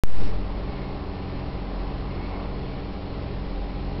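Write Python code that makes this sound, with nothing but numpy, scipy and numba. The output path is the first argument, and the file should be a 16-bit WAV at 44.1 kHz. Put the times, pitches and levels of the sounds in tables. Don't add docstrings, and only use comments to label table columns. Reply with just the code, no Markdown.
import sys
import numpy as np
from scipy import signal
from scipy.fft import rfft, irfft
from scipy.io import wavfile
from numba import njit

SR = 44100
rng = np.random.default_rng(int(sys.argv[2]) if len(sys.argv) > 2 else 0)


def to_wav(s):
    ch = np.atleast_2d(s).T
    pcm = np.round(np.clip(ch, -1, 1) * 32767)
    wavfile.write(sys.argv[1], SR, pcm.astype(np.int16))


N = 176400
TIME_S = np.arange(N) / SR

# time in seconds, gain in dB.
FADE_IN_DB = [(.04, -12), (.12, -8), (.17, -4), (.22, 0)]
# time in seconds, gain of the stepping error in dB.
GRIT_DB = [(.04, 2), (.13, 4.5), (.19, 4), (.26, 5), (.33, -1.5), (.45, -12), (.8, -23)]
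# frequency in Hz, density in dB per Hz.
ROAR_SPECTRUM = [(18, -54.5), (35, -57.5), (65, -60.5), (110, -68), (160, -72.5), (215, -66), (300, -65.5),
                 (410, -63.5), (500, -68.5), (600, -67), (715, -72.5), (785, -66), (880, -73),
                 (1030, -71.5), (1300, -78.5), (1600, -85.5), (3000, -102)]
# time in seconds, strength in dB before per-band scaling.
FLAME_STRENGTH_DB = [(.2, 0), (.55, 0), (.9, 0.2), (1.2, -.3), (1.6, 0.5), (1.98, 0.3), (2.1, 0.4),
                     (2.48, 1.8), (2.58, -1), (3.1, -0.8), (3.6, -1.55), (4, -1.0)]
# frequency in Hz, density in dB per Hz.
HISS_SPECTRUM = [(700, -100), (1500, -87), (1900, -83), (2200, -82), (2450, -84), (2750, -84.5),
                 (3100, -86), (3800, -88), (4700, -89.5), (5200, -92), (5500, -99)]
# time in seconds, strength in dB before per-band scaling.
JET_STRENGTH_DB = [(.25, 1.5), (.55, -1), (.82, 1), (1.0, -2), (1.35, 1), (1.6, -0.5), (1.95, 0.5),
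                   (2.2, 1.5), (2.4, 0.7), (2.55, 0.1), (2.74, 0.5), (2.9, 0), (3.5, -0.5), (4, 0)]
# centre in Hz, width in Hz, level in dB, dB per dB of jet strength.
JET_RESONANCES = [(2660, 400, -65, 2.5), (4224, 220, -63, 1.4)]
# multiple of the cycle rate, first engine's level in dB,
# second engine's level in dB, time of one beat crest in seconds.
ENGINE_PARTIALS = [(3, -35.5, -44, 2.1), (6, -45.5, -43.5, 2.23), (9, -43.5, -44.5, 2.04),
                   (10, -70, -58.5, 2.1), (12, -46, -62.5, 2.1), (13, -43, -58, 2.1),
                   (15, -61.5, -55.5, 2.1), (16, -67.5, -60.5, 2.1)]
# time in seconds, gain in dB.
THROB_DB = [(.2, 3), (.6, 3), (.95, -2.5), (1.3, -7), (1.75, 4), (2.1, -2), (2.45, 0.5), (2.75, -1),
            (3.3, 0.5), (3.6, 3.5), (4, -1.5)]
# frequency in Hz, level in dB, level spread in dB.
MACHINE_HUMS = [(48.77, -52, 1.5), (60.0, -44, 1.5), (62.0, -45, 1), (74.96, -47.5, 0.5), (98.54, -56, 1),
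                (119.5, -56.5, 1), (203, -57, 0), (285.8, -44, 0.43), (403, -58, 0), (812.6, -58.5, 2.5),
                (1322, -67, 1.5), (1793, -71, 5), (4240, -70.5, 1.5)]
# peak time in seconds, length in seconds, pitch in Hz, level in dB.
JET_WHISTLES = [(0.731, 0.13, 2240, -57.5), (.84, .16, 2170, -54.5), (2.118, .14, 2157, -54),
                (2.235, .14, 2196, -53), (2.374, 0.14, 2175, -55), (2.722, .14, 2280, -59)]


def from_db(db):
    return 10 ** (np.asarray(db) / 20)


def curve(rows):
    return np.interp(TIME_S, *np.transpose(rows))


def wake_pop(wake_s, offset=-.32, hold_s=.2, decay_s=.085):
    settling_s = np.maximum(TIME_S - wake_s - hold_s, 0)
    return offset * np.exp(-settling_s / decay_s) * (TIME_S >= wake_s)


@njit
def grit(x, step, slack_steps):
    stepped, held = np.zeros_like(x), 0.0
    for i in range(len(x)):
        if abs(x[i] - held) > slack_steps * step:
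            held = step * np.floor(x[i] / step + .5)
        stepped[i] = held
    return stepped - x


def drift(rate_hz):
    hop, warmup = 100, 2000
    pole = np.exp(-2 * np.pi * hop * rate_hz / SR)
    noise = rng.standard_normal(N // hop + warmup + 2)
    slow = signal.lfilter([1], [1, -2 * pole, pole * pole], noise)[warmup:]
    return np.interp(np.arange(N) / hop, np.arange(len(slow)), slow / slow.std())


def noise_bands(spectrum, count=14):
    log_hz = np.log(np.maximum(np.fft.rfftfreq(N, 1 / SR), 1))
    hz, db = np.transpose(spectrum)
    colour = from_db(np.interp(log_hz, np.log(hz), db))
    bins = rfft(rng.standard_normal(N)) * np.sqrt(SR / 2) * colour
    centres_hz = np.geomspace(40, 5500, count)
    for centre_hz, share in zip(centres_hz, np.eye(count)):
        yield centre_hz, irfft(bins * np.interp(log_hz, np.log(centres_hz), share), N)


def flame(shared_db=.24, band_db=.38, flutter_hz=6, surge_hz=1200, surge_octaves=.56):
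    strength_db = curve(FLAME_STRENGTH_DB)
    shared_flutter_db = shared_db * drift(flutter_hz)
    out = np.zeros(N)
    for hz, band in noise_bands(ROAR_SPECTRUM):
        db_per_db = .3 + 1.6 * np.exp(-(np.log2(hz / surge_hz) / surge_octaves) ** 2)
        out += band * from_db(db_per_db * strength_db + shared_flutter_db + band_db * drift(flutter_hz))
    return out


def resonance(hz, width_hz):
    sos = signal.butter(2, [hz - width_hz / 2, hz + width_hz / 2], "band", fs=SR, output="sos")
    band = signal.sosfilt(sos, rng.standard_normal(N))
    return band / band.std()


def jet(band_db=.42, flutter_hz=8, rasp_db=.8, rasp_hz=120, swell_top_hz=3140):
    strength_db = curve(JET_STRENGTH_DB)
    out = np.zeros(N)
    for hz, band in noise_bands(HISS_SPECTRUM):
        swell_db = strength_db / (1 + (hz / swell_top_hz) ** 4)
        out += band * from_db(swell_db + band_db * drift(flutter_hz))
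    for hz, width_hz, db, db_per_db in JET_RESONANCES:
        out += resonance(hz, width_hz) * from_db(db + db_per_db * strength_db)
    return (out + whistles()) * from_db(rasp_db * drift(rasp_hz))


def engines(cycle_rates_hz=(14.815, 14.636)):
    out = np.zeros(N)
    for row, (order, *levels_db, crest_s) in enumerate(ENGINE_PARTIALS):
        crest_turns = rng.random()
        swell_db = curve(THROB_DB) if row == 0 else 0
        for hz, db in zip(cycle_rates_hz, levels_db):
            turns = order * hz * (TIME_S - crest_s) + crest_turns
            out += from_db(db + swell_db) * np.sin(2 * np.pi * turns)
    return np.sqrt(2) * out


def machines(waver_hz=3):
    out = np.zeros(N)
    for hz, db, spread_db in MACHINE_HUMS:
        wander_hz = .4 * np.sqrt(hz / 100)
        turns = rng.random() + np.cumsum(hz + wander_hz * drift(waver_hz)) / SR
        out += from_db(db + spread_db * drift(waver_hz)) * np.sin(2 * np.pi * turns)
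    return np.sqrt(2) * out


def whistles(width_hz=130):
    out = np.zeros(N)
    for peak_s, length_s, hz, db in JET_WHISTLES:
        swell = np.exp(-(2 * (TIME_S - peak_s) / length_s) ** 2)
        out += resonance(hz, width_hz) * from_db(db) * swell
    return out


def scene():
    return (flame() + jet() + engines() + machines())[None]


def record(dry, wake_s=.0363, cutoff_hz=5960, output_cutoff_hz=17500):
    faded = dry[0] * from_db(curve(FADE_IN_DB))
    gritty = faded + grit(faded, step=.011, slack_steps=.85) * from_db(curve(GRIT_DB))
    input_lowpass = signal.cheby2(20, 62, cutoff_hz, fs=SR, output="sos")
    dulled = signal.sosfilt(input_lowpass, gritty * (TIME_S >= wake_s))
    output_lowpass = signal.cheby2(12, 70, output_cutoff_hz, fs=SR, output="sos")
    return signal.sosfilt(output_lowpass, dulled + wake_pop(wake_s))[None]


dry = scene()
out = record(dry)
to_wav(out)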